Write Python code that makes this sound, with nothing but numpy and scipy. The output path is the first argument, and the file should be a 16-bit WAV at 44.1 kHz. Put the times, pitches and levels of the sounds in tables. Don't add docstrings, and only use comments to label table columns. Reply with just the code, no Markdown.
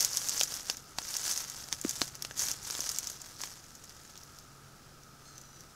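import sys
import numpy as np
from scipy import signal
from scipy.fft import rfft, irfft
from scipy.io import wavfile
from scipy.ndimage import uniform_filter1d

SR = 44100
rng = np.random.default_rng(int(sys.argv[2]) if len(sys.argv) > 2 else 0)


def log_audio(samples):
    frames = np.atleast_2d(samples).T
    limited = np.clip(frames, -1, 1)
    pcm = np.round(limited * 32767).astype(np.int16)
    wavfile.write(sys.argv[1], SR, pcm)


N = 253575


def undb(db):
    return 10 ** (np.asarray(db) / 20)


def unit(x):
    return x / np.sqrt(np.mean(x ** 2))


def curve(table):
    return np.interp(np.arange(N) / SR, *np.transpose(table))


def add(out, s, sound):
    i = max(int(s * SR), 0)
    out[i:i + len(sound)] += sound[:len(out) - i]


def response(spectrum, size=4096):
    hz, db = np.transpose(spectrum)
    f = np.maximum(np.arange(size // 2 + 1) * SR / size, 1)
    gain = undb(np.interp(np.log(f), np.log(hz), db))
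    cepstrum = irfft(np.log(gain))
    cepstrum[1:size // 2] *= 2
    cepstrum[size // 2 + 1:] = 0
    h = irfft(np.exp(rfft(cepstrum)))
    return h / np.linalg.norm(h)


def through(x, h):
    return signal.fftconvolve(x, h)[:len(x)]


def ring(x, hz, width_hz):
    return signal.lfilter(*signal.iirpeak(hz, hz / width_hz, fs=SR), x)


def ring_twice(x, hz, width_hz):
    return ring(ring(x, hz, width_hz), hz, width_hz)


def drift(per_s):
    k = int(SR / per_s)
    return unit(uniform_filter1d(np.repeat(rng.standard_normal(N // k + 1), k), k)[:N])


def attack_hold_release(start_s, attack_s, hold_s, release_s):
    t = np.arange(N) / SR - start_s
    return np.clip(t / attack_s, 0, 1) * np.exp(-np.maximum(t - attack_s - hold_s, 0) / release_s)


def fracture(splinter_db, decay_s, size=2048):
    t = np.arange(size) / SR
    spray = rng.standard_normal(size) * np.exp(-t / decay_s) * (1 - np.exp(-t / 0.00019))
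    spray *= undb(splinter_db) / np.linalg.norm(spray)
    spray[0] = 1
    return spray


# start t/s, attack/s, hold/s, rustle level/dB
SNAKE_PUSHES = [(-0.02, 0.016, 0.026, -32.5), (0.04, 0.082, 0.32, -39.5), (0.463, 0.063, 0.04, -40),
                (0.6, 0.04, 0.082, -48.5), (0.961, 0.17, 0.28, -39), (1.201, 0.047, 0.051, -36),
                (1.42, 0.048, 0.13, -46), (1.81, 0.04, 0.19, -44.5), (2.351, 0.054, 0.035, -33),
                (2.455, 0.022, 0.021, -39), (2.584, 0.083, 0.3, -41.5), (3.0, 0.03, 0.099, -47),
                (3.377, 0.044, 0.036, -45.5), (3.477, 0.019, 0.032, -49.5)]
# t/s, rustle level/dB
SNAKE_CREEP = [(0.0, -40.5), (0.9, -58.5), (1.72, -50.5), (2.16, -55), (3.3, -52), (3.65, -57),
               (4.17, -57.5), (4.35, -61), (4.75, -66.5), (5.17, -71), (5.23, -61.5), (5.75, -63.5)]


def litter_stirring(shake_db=-30.5, bend_s=0.0081, settle_s=0.031):
    power = undb(curve(SNAKE_CREEP)) ** 2
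    for s, attack_s, hold_s, db in SNAKE_PUSHES:
        power += (undb(db) * attack_hold_release(s, attack_s, hold_s, release_s=0.045)) ** 2
    t = np.arange(N) / SR
    for s, db, *_ in LEAF_CRACKS + TWIG_SNAPS:
        near = slice(max(int((s - .5) * SR), 0), int((s + .5) * SR))
        shake = np.exp(-np.maximum((s - t[near]) / bend_s, (t[near] - s) / settle_s))
        power[near] += (undb(db + shake_db) * shake) ** 2
    return 10 * np.log10(power)


# f/Hz, level/dB
LEAF_SPECTRUM = [(1200, -25.5), (2200, -20), (3100, -14.5), (4300, -12), (5400, -5), (6200, -3),
                 (7000, -6.5), (8300, -11), (10000, -14.5), (12500, -16), (16000, -22.5)]
# f/Hz, level/dB
DEEP_LITTER_SPECTRUM = [(100, -27), (280, -4.5), (700, -3), (1000, -1.5), (1700, 0.5), (2400, -6),
                        (3500, -5), (5000, -2), (9000, -47.5)]


def rustle(fractures_per_s=2600, pings_per_s=190, ping_db=-2.5, clump_db=1.5, ordinary_push_db=-40):
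    level_db = litter_stirring()
    push_db = level_db - ordinary_push_db
    clumps = undb(clump_db * drift(130))
    slide = undb(-8 + 0.23 * (level_db - np.median(level_db)))

    def breaks(per_s, spread_db=5, largest_db=19.5):
        when, size = rng.random((2, N))
        return (when < per_s / SR) * undb(np.minimum(-spread_db * np.log(size), largest_db))

    def grains(sizes, colour_db=4):
        ticks = sizes * undb(colour_db * rng.standard_normal(N)) * rng.choice([-1, 1], N)
        return unit(unit(ticks) + slide * rng.standard_normal(N))

    sizes = breaks(fractures_per_s)
    edges_hz = [1500, 4200, 6200, 8200, 11500, 17000]
    crackle = sum(signal.sosfilt(signal.butter(2, band, "band", fs=SR, output="sos"), grains(sizes))
                  for band in zip(edges_hz, edges_hz[1:]))
    pings = sum(ring_twice(breaks(pings_per_s), hz, width_hz=1100) for hz in range(3400, 15000, 750))
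    leaves = unit(crackle) + undb(ping_db) * unit(pings)
    surface = unit(clumps * through(leaves, response(LEAF_SPECTRUM)))
    treble = signal.sosfiltfilt(signal.butter(2, 8600, "high", fs=SR, output="sos"), surface)
    surface += treble * (undb(0.046 * push_db) - 1)
    crunch = unit(clumps * through(grains(sizes), response(DEEP_LITTER_SPECTRUM)))
    crunch_db = -50 + 0.73 * push_db
    return surface * undb(level_db) + crunch * undb(crunch_db)


# f/Hz, level/dB
AIR_SPECTRUM = [(20, -8), (85, -7.5), (150, -8), (290, -12.5), (600, -18), (850, -17.5), (1030, -22),
                (1570, -17), (1900, -25), (3500, -26), (6000, -22.5), (9000, -28.5), (15800, -33.5)]
# f/Hz, level/dB against the main tone
HUM_TONES = [(138.2, 0), (116.7, -5.5)]
# t/s, level/dB
HUM_COURSE = [(0.0, -64), (1.4, -73), (1.9, -61.5), (2.5, -62.5), (3.0, -71.5), (4.2, -70.5), (4.55, -64),
              (5.75, -65.5)]


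def woodland(air_db=-56.5, drone_db=-64.5, insect_db=-72.5):
    air = unit(through(rng.standard_normal(N), response(AIR_SPECTRUM)))
    air *= undb(air_db + .5 * drift(1.68))
    hum = np.zeros(N)
    for hz, db in HUM_TONES:
        rms = undb(curve(HUM_COURSE) + db + 1.5 * drift(5.7))
        phase = 2 * np.pi * np.cumsum(hz + drift(6)) / SR
        hum += np.sqrt(2) * rms * np.sin(phase)
    drone = unit(ring_twice(rng.standard_normal(N), 1292, width_hz=190))
    drone *= undb(drone_db + drift(6.1))
    insects = unit(ring(ring(rng.standard_normal(N), 5160, width_hz=300), 5130, width_hz=300))
    insects *= undb(insect_db + 2.9 * drift(9))
    return air + hum + drone + insects


# t/s, peak level/dB of the blade, its ring f/Hz
LEAF_CRACKS = [(0.0065, -11.5, 5850), (0.0263, -17, 5700), (0.048, -8.5, 6200), (0.1717, -11, 6130),
               (0.2867, -15.5, 6050), (0.2944, -13.5, 7060), (0.3957, -17, 5500), (0.4038, -14.5, 5940),
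               (0.4341, -11, 6600), (0.5407, -21, 5650), (0.7702, -27, 6200), (1.1414, -19, 5130),
               (1.1674, -15, 6150), (1.3138, -18.5, 5800), (1.3763, -17, 6200), (1.4994, -24, 6700),
               (1.8141, -23, 7400), (1.894, -15.5, 6650), (1.9097, -19, 6950), (2.1532, -29, 5900),
               (2.2233, -19.5, 5270), (2.394, -16.5, 6550), (2.485, -20.5, 5800), (2.515, -15.5, 6200),
               (2.7085, -19.5, 5930), (2.8057, -18, 6000), (2.8919, -17, 6000), (2.917, -21, 6800),
               (2.9861, -13.5, 6950), (3.072, -20, 6250), (3.0994, -25, 6630), (3.2172, -27.5, 6950),
               (3.4163, -23.5, 6450), (3.7529, -35, 6600), (3.8398, -35, 6950), (3.895, -33.5, 5400),
               (4.1764, -33.5, 5750), (4.2346, -36, 5800), (4.3873, -34, 5250), (5.035, -42, 6000),
               (5.3804, -33, 6540), (5.4143, -37, 6900), (5.6072, -36, 6000)]


def leaf_cracks(blade_s=.00013, tear_db=-4.5, edge_db=-11, edge_spread_db=1.5):
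    out, colour, t = np.zeros(N), response(LEAF_SPECTRUM), np.arange(2048) / SR
    edge_gains = undb(edge_db + edge_spread_db * rng.standard_normal(len(LEAF_CRACKS)))
    for (s, db, hz), edge_gain in zip(LEAF_CRACKS, edge_gains):
        blade = unit((t / blade_s) ** 2 * np.exp(-t / blade_s) * np.sin(2 * np.pi * hz * t))
        tear = unit(through(fracture(splinter_db=9.5, decay_s=0.0033), colour))
        edge = unit(ring_twice(fracture(splinter_db=0, decay_s=.0015), 12000, width_hz=6000))
        size = undb(db) / blade.max()
        add(out, s - blade_s, size * blade)
        add(out, s + 2 * blade_s, size * (undb(tear_db) * tear + edge_gain * edge))
    return out


# t/s, peak level/dB, knock level/dB against the split, ring f/Hz
TWIG_SNAPS = [(0.4117, -8, -6, 3150), (0.6990, -9.5, -7, 5430), (0.9858, -12, -4, 1370),
              (1.7268, -12.5, -23, 5800), (2.0171, -5.5, 2.5, 4330), (2.2495, -17.5, -5, 3000),
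              (2.3108, -23.5, 17, 1700), (2.7515, -19.5, -9, 400), (2.7926, -22.5, 4, 450),
              (3.4363, -18, -16, 1240), (4.156, -34.5, -6, 3300)]
# f/Hz, level/dB
SPLIT_SPECTRUM = [(200, -18), (2200, -7), (3800, -2), (6000, -1), (7500, -4), (10000, -16.5), (16000, -21)]
KNOCK_SPECTRUM = [(60, -8), (200, -2.5), (750, 6), (1000, 0), (1700, 0), (2300, -5.5), (3500, -3),
                  (7000, -3), (16000, -55)]


def twig_snaps(ring_db=0.5):
    out = np.zeros(N)
    for s, db, knock_db, hz in TWIG_SNAPS:
        split = through(fracture(splinter_db=0.5, decay_s=0.0019), response(SPLIT_SPECTRUM))
        knock = through(fracture(splinter_db=-3.5, decay_s=0.0012), response(KNOCK_SPECTRUM))
        snap = split + undb(knock_db) * knock
        snap += undb(ring_db) * ring(snap, hz, width_hz=700)
        add(out, s, snap / np.abs(snap).max() * undb(db))
    return out


def rumble(crest_s=2.2, width_s=0.95, crest_db=-64.5):
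    swell = np.exp(-((np.arange(N) / SR - crest_s) / width_s) ** 2 / 2)
    low_noise = unit(ring_twice(rng.standard_normal(N), 60, width_hz=120))
    return low_noise * swell * undb(crest_db + 2 * drift(13))


# t/s, peak level/dB
TWIG_THUDS = [(1.849, -20), (2.0172, -33)]
# f/Hz, level/dB
THUMP_SPECTRUM = [(40, -37), (130, -28), (200, -4), (320, -0.5), (450, -12.5), (600, -19), (900, -37),
                  (1250, -24), (2200, -27.5), (9000, -45)]


def twig_thuds():
    out, bump = np.zeros(N), response(THUMP_SPECTRUM)
    for s, db in TWIG_THUDS:
        add(out, s, bump / np.abs(bump).max() * undb(db))
    return out


# multiple of the pitch, relative level/dB at quarter effort
BIRD_HARMONICS = [(2, -8), (3, 0), (4, -29)]


def bird(start_s=5.23, length_s=0.41, fade_s=0.025, waver=0.0062, rasp_db=-7, thinning=0.42):
    effort = attack_hold_release(start_s, attack_s=0.03, hold_s=0.04, release_s=0.062)
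    pitch_hz = 1976 + 165 * effort
    level_db = -65 + 5 * effort
    t = np.arange(N) / SR - start_s
    sounding = np.clip(np.minimum(t, length_s - t) / fade_s, 0, 1)
    phase = 2 * np.pi * np.cumsum(pitch_hz * (1 + waver * drift(250))) / SR
    thinness = 1 + thinning * (0.5 - 2 * effort)
    tone = sum(undb(db * thinness) * np.sin(k * phase) for k, db in BIRD_HARMONICS)
    rasp = effort ** 2 * np.sin(3.5 * phase)
    return (tone + undb(rasp_db) * rasp) * sounding * undb(level_db)


def scatter(x, wet_db, decay_s):
    t = np.arange(SR // 2) / SR
    h = rng.standard_normal(len(t)) * np.exp(-t / decay_s) * (1 - np.exp(-t / 0.0013))
    return undb(wet_db) * through(x, h / np.linalg.norm(h))


def scene():
    litter = rustle() + leaf_cracks() + twig_snaps()
    call = bird()
    near = litter + scatter(litter, wet_db=-14.5, decay_s=0.0099) + twig_thuds() + rumble()
    far = call + scatter(call, wet_db=-0.5, decay_s=0.03) + woodland()
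    return (near + far)[None]


def record(dry):
    return signal.sosfilt(signal.ellip(10, .2, 70, 15650, fs=SR, output="sos"), dry)


dry = scene()
out = record(dry)
log_audio(out)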